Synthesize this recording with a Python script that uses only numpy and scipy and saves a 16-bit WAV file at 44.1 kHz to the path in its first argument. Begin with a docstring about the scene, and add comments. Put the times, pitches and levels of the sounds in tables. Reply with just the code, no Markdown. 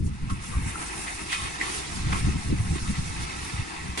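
"""A motor starts a steel mesh gate along its track on a paved driveway as wind buffets the microphone.
Over the first second the wheels' rush and hiss and the whirr of the drive grow. Bumps knock the
frame, and two hard ones, near 1.3 and 1.6 seconds, set the mesh rattling. From two to three seconds
the gusts are at their strongest, and single eddies (swirls of air) thump the microphone.
The gate rolls on over a few lighter bumps and scrapes the track at the very end."""
import sys
import numpy as np
from scipy import signal
from scipy.fft import rfft, irfft, next_fast_len
from scipy.io import wavfile
from scipy.ndimage import uniform_filter1d, map_coordinates

SR = 44100
rng = np.random.default_rng(int(sys.argv[2]) if len(sys.argv) > 2 else 0)


def output_pcm(signal):
    """Save a mono or channel-first signal as 16-bit PCM at the path in sys.argv[1].

    Samples are clipped to [-1, 1] before scaling.
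    """
    pcm = np.clip(np.atleast_2d(signal).T, -1, 1) * 32767
    wavfile.write(sys.argv[1], SR, np.round(pcm).astype(np.int16))


N = 4 * SR

# How loudly the gate rolls. Each row: time in seconds, relative level in dB.
ROLL_LEVELS = [(0.0, -57), (0.12, -51), (0.33, -46), (0.46, -43), (0.89, -38), (1.14, -40), (1.55, -39.5),
               (2.09, -38.5), (2.49, -41.5), (3.07, -40.5), (3.3, -39), (3.61, -40), (3.95, -41.5)]
# The tone colour of the wheels. Each row: frequency in Hz, relative level in dB.
WHEEL_SPECTRUM = [(300, -27), (470, 0.5), (570, -7), (700, -2.5), (840, 3), (1070, 2.5), (1170, -2.5),
                  (1310, 6.5), (1460, -3), (1560, 3.5), (1690, -1.5), (1870, 1), (2220, 2.5), (2400, -3),
                  (2600, 3), (3100, -11), (4500, -11), (9000, -58)]
# The steel frame's own tones. Each row: pitch in Hz, relative level in dB, seconds to fade 60 dB freely.
FRAME_TONES = [(1085, 0, .14), (1180, -2, .16), (1328, -1, .28), (1793, -4, .15), (1992, -1, .15),
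               (2164, -3, .3), (2496, -1, .25), (3010, -4, .14), (3208, -7, .2), (3572, -3, .2),
               (3790, -5, .18), (4480, -7, .16)]
# How gate and wind reach the two channels. Each row: frequency in Hz, likeness of left and right
# from 0 to 1, left's lead in radians, left's level over right in dB.
GATE_STEREO = [(60, .9, .1, 0), (250, .75, .8, 1), (550, .6, 3, 0), (800, .45, .9, 5), (1100, .4, 2.2, 1),
               (1500, .5, 3.3, 0), (1800, .38, 4.8, 1), (2150, .38, 6.3, -.5), (2700, .42, 6.4, -1),
               (3050, .1, 8, -1.5), (3400, .25, 6.2, -3), (4500, .15, 6, -1.5), (6000, .05, 6, -5.5),
               (8000, .1, 6, -2), (10200, .12, 6, .5)]
WIND_STEREO = [(30, .99, .08, 0), (100, .92, .55, 0), (200, .78, 1.08, .2), (350, .7, 1.75, .3),
               (550, .7, 2.8, 0)]


def amp(db):
    """Turn decibels into a gain."""
    return 10 ** (np.asarray(db) / 20)


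def unit(x):
    """Scale to an average (rms) level of 1."""
    return x / np.sqrt(np.mean(x ** 2) + 1e-20)


def clock():
    """The time of each sample in seconds."""
    return np.arange(N) / SR


def along(table, hz):
    """Read a table's columns at the given frequencies, on a log scale."""
    row_hz, *columns = np.transpose(table)
    return [np.interp(np.log(hz + 1), np.log(row_hz + 1), column) for column in columns]


def curve(rows):
    """Join (seconds, value) rows with straight lines."""
    return np.interp(clock(), *np.transpose(rows))


def wobble(per_s):
    """A smooth curve through per_s random values a second."""
    return map_coordinates(rng.standard_normal(int(N * per_s / SR) + 4), [clock() * per_s])


def filtered(x, response):
    """Apply a response: a function giving the gain at each frequency."""
    size = next_fast_len(N + SR // 2)
    return irfft(rfft(x, size) * response(np.fft.rfftfreq(size, 1 / SR)), size)[..., :N]


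def colour(spectrum):
    """Turn (Hz, dB) rows into a response."""
    return lambda hz: amp(along(spectrum, hz)[0])


def white():
    """Two unrelated white noises."""
    return rng.standard_normal((2, N))


def ticks(per_s):
    """Scattered clicks of tiny contacts."""
    return white() * (rng.random(N) < per_s / SR)


def patchy(depth_db):
    """Noise in which narrow bands of pitch flare briefly and fade."""
    bands = signal.stft(white(), nperseg=1024)[2]
    flares = rng.standard_normal(bands.shape[1:])
    flares = uniform_filter1d(uniform_filter1d(flares, size=3, axis=0), size=3, axis=1)
    return signal.istft(bands * amp(depth_db * unit(flares)), nperseg=1024)[1][:, :N]


def placed(pair, response, stereo=GATE_STEREO):
    """Filter two unrelated signals and blend them into left and right, at an average level of 1."""
    size = next_fast_len(N + 8192)
    hz = np.fft.rfftfreq(size, 1 / SR)
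    alike, lead, pan_db = along(stereo, hz)
    blend = np.arccos(np.clip(alike, 0, 1)) / 2
    mid, side = rfft(pair, size) * response(hz) * [np.cos(blend), np.sin(blend)]
    lean = amp(pan_db / 2) * np.exp(.5j * lead)
    return unit(irfft(np.array([(mid + side) * lean, (mid - side) / lean]), size)[:, :N])


def wind():
    """Gusts buffet the microphone; stronger ones add a higher flutter, up to a limit."""
    # Each row: time in seconds, wind strength in dB.
    gusts = [(0.0, -24), (0.09, -29), (0.15, -33.5), (0.2, -40.5), (0.24, -29), (0.29, -36), (0.32, -27),
             (0.4, -42), (0.54, -36), (0.57, -29), (0.63, -33), (0.67, -29.5), (0.8, -56.5), (1.02, -51),
             (1.35, -52), (1.43, -35.5), (1.57, -52), (1.59, -57), (1.77, -43), (1.88, -52.5), (1.96, -34),
             (2.08, -28.5), (2.14, -26.5), (2.17, -27.5), (2.19, -35), (2.29, -21), (2.33, -33),
             (2.36, -25.5), (2.44, -44), (2.46, -29), (2.53, -21), (2.56, -30.5), (2.62, -35), (2.64, -32),
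             (2.73, -25.5), (2.8, -40.5), (2.83, -28), (2.86, -38.5), (2.9, -24.5), (2.96, -40.5),
             (2.99, -30.5), (3.14, -37.5), (3.21, -32.5), (3.3, -46.5), (3.49, -43.5), (3.51, -58),
             (3.54, -30), (3.58, -43.5), (3.6, -33), (3.63, -32.5), (3.65, -61), (3.78, -49), (3.88, -33.5),
             (3.97, -48), (4.0, -43)]
    # The colours of rumble and flutter. Each row: frequency in Hz, relative level in dB.
    rumble_spectrum = [(15, 2), (30, -4.5), (65, 6.5), (110, 1), (190, -2), (280, -14.5), (400, -42),
                       (700, -84)]
    flutter_spectrum = [(50, -5.5), (120, 0.5), (190, -5), (300, 0.5), (400, -12), (550, -18.5),
                        (1000, -82)]
    strong_gust_db, flutter_growth, flutter_limit_db = -25, 2.2, -19
    strength_db = curve(gusts)
    rumble_db = strength_db + 2 + 0.53 * wobble(30.9)
    rumble = amp(rumble_db) * placed(white(), colour(rumble_spectrum), WIND_STEREO)
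    flutter_db = strong_gust_db - 7.5 + flutter_growth * (strength_db - strong_gust_db)
    flutter_db = np.minimum(flutter_db + 2 * wobble(29.33), flutter_limit_db)
    return rumble + amp(flutter_db) * placed(white(), colour(flutter_spectrum), WIND_STEREO)


def eddies():
    """Each strong eddy swings the air pressure once or twice and reaches the left channel first."""
    # Each row: time of the middle in seconds, peak level in dB, pitch in Hz.
    thumps = [(0.034, -26, 150), (.335, -29.5, 120), (0.571, -23.5, 55), (2.073, -17.5, 134),
              (2.25, -20, 138), (2.294, -19.5, 167), (2.527, -18, 238), (2.608, -16.5, 105),
              (2.725, -20, 162), (2.761, -24.5, 330), (2.902, -16.5, 179), (2.99, -21, 139),
              (3.599, -21.5, 101)]
    half_width_cycles = 1.24
    swings = np.zeros(N)
    for middle, db, hz in thumps:
        cycles = (clock() - middle) * hz
        shape = np.exp(-(cycles / half_width_cycles) ** 2)
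        swings += amp(db) * shape * np.cos(2 * np.pi * (cycles + rng.random()))
    return filtered(swings, lambda hz: np.exp(np.array([[.5j], [-.5j]]) * along(WIND_STEREO, hz)[1]))


def drive():
    """The low drone of the motor and its toothed rail grows as the gate gathers speed."""
    # Each row: frequency in Hz, relative level in dB.
    drone_spectrum = [(25, -8.5), (50, 5.5), (100, -7.5), (160, -1), (250, -6.5), (330, -0.5), (440, -9),
                      (560, -39), (1500, -48)]
    return amp(curve(ROLL_LEVELS) - 3 + 1.2 * wobble(11)) * placed(white(), colour(drone_spectrum))


def swells(rows, rise_s=0.0015, fade_s=0.017):
    """A gain that rises, holds and fades for each (start, length, dB) row."""
    t = clock()
    return sum(amp(db) * np.clip((t - start) / rise_s, 0, 1)
               * np.clip((start + length - t) / fade_s + .5, 0, 1) for start, length, db in rows)


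def scrapes():
    """The gate rubs briefly and brightly on the track."""
    # Each row: start in seconds, length in seconds, level in dB.
    rubs = [(.297, 0.02, -39), (1.612, 0.21, -36.5), (2.128, 0.089, -37), (3.974, 0.1, -27.5)]
    # Each row: frequency in Hz, relative level in dB.
    grit_spectrum = [(200, -11.5), (400, 4.5), (600, -9.5), (1000, -5), (2800, -4), (5000, -10),
                     (10200, -12), (11300, -17)]
    return swells(rubs) * placed(white(), colour(grit_spectrum))


def frame(hz, damping=3):
    """The steel frame's response: a peak at each of its tones, damped by the rolling wheels."""
    widths_hz = damping * np.log(1000) / np.pi / np.array(FRAME_TONES)[:, 2]
    return sum((-1) ** k * amp(db) * 1j * hz * width / (pitch ** 2 - hz ** 2 + 1j * hz * width)
               for k, ((pitch, db, _), width) in enumerate(zip(FRAME_TONES, widths_hz)))


def mesh(wires=70, low_hz=1694, high_hz=7520, width_hz=3.4):
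    """The many wires of the mesh each ring at their own pitch."""
    pitches = low_hz * (high_hz / low_hz) ** ((np.arange(wires) + rng.random(wires)) / wires)
    gains = amp(along(WHEEL_SPECTRUM, pitches)[0] / 2)
    t = np.arange(SR // 5) / SR
    ring = gains @ np.sin(2 * np.pi * pitches[:, None] * t) * np.exp(-np.pi * width_hz * t)
    shaken = signal.fftconvolve(white(), ring[None], axes=1)[:, :N]
    return placed(shaken, np.ones_like)


def rattles(shaft, pulse_depth=0.2):
    """After a hard bump the loose mesh chatters in step with the drive."""
    # Each row: start in seconds, length in seconds, level in dB.
    bursts = [(1.335, 0.158, -36.5), (1.62, 0.087, -38)]
    shaking = white() * np.abs(1 + pulse_depth * shaft)
    chatter = placed(shaking, lambda hz: frame(hz) + 0.085 * colour(WHEEL_SPECTRUM)(hz))
    return swells(bursts) * chatter


def blow_band(hz, centre_hz, octaves):
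    """How strongly a blow stirs each frequency: most near its centre."""
    return 1 / np.sqrt(1 + (np.log2((hz + 1) / centre_hz) / octaves) ** 4)


def clang(t, centre_hz, octaves, rise_s=0.0014):
    """The frame's tones near a blow's pitch ring freely, each out of step between left and right."""
    hz, db, fade_s = np.transpose(FRAME_TONES)
    gain = amp(db + rng.normal(0, 1, len(hz))) * blow_band(hz, centre_hz, octaves)
    lead = along(GATE_STEREO, hz)[1] + rng.normal(0, 1, len(hz))
    phase = 2 * np.pi * rng.random(len(hz)) + np.array([lead, -lead]) / 2
    tones = np.sin(2 * np.pi * hz[:, None] * t + phase[..., None]) * amp(-60 * t / fade_s[:, None])
    return np.sqrt(2) * gain / np.linalg.norm(gain) @ tones * (1 - np.exp(-t / rise_s))


def bumps():
    """A wheel climbs each bump and drops: a hard knock and a clatter, then frame ring and a faint tail."""
    # Each row: time in seconds, level in dB, centre pitch in Hz, width in octaves, seconds for the
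    # clatter to fade 60 dB, knock level over the clatter in dB, ring level over the clatter in dB.
    blows = [(0.303, -32.5, 1204, 0.2, 0.05, 0, -1.5), (0.532, -42.5, 1130, 0.15, 0.17, -20, 7),
             (0.676, -40, 1880, 0.38, 0.3, -8, -1), (0.756, -33, 1335, 0.05, 0.082, 3, -3),
             (1.083, -32, 1940, .3, 0.12, -9, -5), (1.194, -36.5, 2010, 0.34, 0.046, -9, -26),
             (1.3, -35.5, 2660, 0.36, 0.39, -13, -3), (1.329, -25, 2000, 1.0, 0.05, 6, -5),
             (1.347, -32.5, 2100, 0.7, 0.1, 3, -5), (1.6, -34, 310, 0.25, 0.2, -3, -20),
             (1.6123, -26, 1990, 0.17, 0.09, 9.5, -3), (1.64, -42, 1420, 0.61, 0.4, -15, -7),
             (2.13, -25.5, 1300, 0.67, 0.06, 2, -4.5), (2.156, -29, 1160, 0.18, 0.05, -6, -4),
             (3.31, -40, 2080, 0.091, 0.095, -9, -5), (3.579, -38.5, 1930, 0.24, 0.11, -6, -11),
             (3.801, -39, 1960, 0.079, 0.13, -6, -10)]
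    lead_in_s, climb_s, knock_peak_cycles = 0.04, 0.0068, 2.1
    tail_db, tail_fade_s = -42, 0.4
    out = np.zeros((2, N + SR))
    t = np.arange(SR // 2) / SR - lead_in_s  # zero when the wheel lands
    after = np.maximum(t, 0)
    climb = np.exp(np.minimum(t, 0) / climb_s)
    freqs = np.fft.rfftfreq(len(t), 1 / SR)
    noise = np.pad(placed(white(), np.ones_like), ((0, 0), (0, SR)), mode="wrap")
    for time, db, hz, octaves, fade_s, knock_db, ring_db in blows:
        start = round((time - lead_in_s) * SR)
        span = slice(start, start + len(t))
        clatter = unit(irfft(rfft(noise[:, span]) * blow_band(freqs, hz, octaves), len(t)))
        shape = climb * (amp(-60 * after / fade_s) + amp(tail_db - 60 * after / tail_fade_s))
        progress = after * hz / knock_peak_cycles
        knock = (progress * np.exp(1 - progress)) ** 2 * np.sin(2 * np.pi * hz * after)
        ring = clang(after, hz, octaves)
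        out[:, span] += amp(db) * (clatter * shape + amp(knock_db) * knock + amp(ring_db) * ring)
    return out[:, :N]


def rolling(shaft, whirr_depth=0.038):
    """Wheels rush over grit, rub the track and keep the steel ringing; the drive pulses once a turn."""
    # The lower treble (swish) and top treble (hiss). Each row: time in seconds, relative level in dB.
    swish_levels = [(0.0, -58.5), (0.39, -56), (0.47, -50), (0.62, -74), (0.85, -48), (1.79, -42),
                    (2.07, -44), (2.42, -46.5), (2.6, -49.5), (2.82, -44.5), (3.35, -43.5), (3.81, -47.5),
                    (3.95, -48)]
    hiss_levels = [(0.0, -57), (0.02, -63.5), (0.07, -48.5), (0.11, -61.5), (0.29, -60.5), (0.32, -48),
                   (0.4, -59.5), (0.43, -47.5), (0.48, -46), (0.52, -47.5), (0.62, -49), (0.7, -43),
                   (0.74, -46), (0.84, -41), (0.9, -44.5), (0.98, -41), (1.29, -46.5), (1.33, -39.5),
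                   (1.58, -48.5), (1.75, -40), (1.86, -49), (1.92, -42.5), (2.1, -50.5), (2.16, -44.5),
                   (2.36, -50), (2.4, -46), (2.55, -52), (2.62, -46), (3.4, -49), (3.45, -43.5),
                   (3.5, -48.5), (3.95, -52)]
    # Their colours. Each row: frequency in Hz, relative level in dB.
    swish_spectrum = [(2000, -53), (3000, -6.5), (3600, -3), (5500, -2.5), (6800, -6.5), (8500, -9),
                      (11000, -86)]
    hiss_spectrum = [(3000, -20.5), (5500, -2.5), (7500, -2), (9200, 3.5), (10350, 1), (10750, -13),
                     (11300, -24)]
    rush = placed(patchy(depth_db=2.8), colour(WHEEL_SPECTRUM))
    grit = amp(-17.5) * placed(ticks(per_s=130), colour(WHEEL_SPECTRUM))
    ring = amp(-13.5) * placed(white(), frame)
    clinks = amp(-8.5) * placed(ticks(per_s=65), frame)
    wires = amp(-9.5) * mesh()
    flicker = wobble(31.95)  # swish and hiss waver together
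    swish = amp(curve(swish_levels) + 0.5 + 0.78 * flicker) * placed(patchy(3.2), colour(swish_spectrum))
    hiss = amp(curve(hiss_levels) + 3.5 + 1.2 * flicker) * placed(patchy(3), colour(hiss_spectrum))
    body = amp(curve(ROLL_LEVELS) + 0.84 * wobble(28.86)) * (rush + grit + ring + clinks + wires)
    return (1 + whirr_depth * shaft) * (body + swish + hiss)


def scene():
    """The gate moves in the wind, its drive shaft turning at a slightly uneven speed."""
    shaft_hz = 45.3 * (1 + 0.0094 * wobble(4))
    shaft = np.sin(2 * np.pi * np.cumsum(shaft_hz) / SR)
    return rolling(shaft) + drive() + bumps() + rattles(shaft) + scrapes() + wind() + eddies()


def record(dry):
    """Cut off the treble above 11400 Hz."""
    return filtered(dry, lambda hz: hz < 11400)


dry = scene()
out = record(dry)
output_pcm(out)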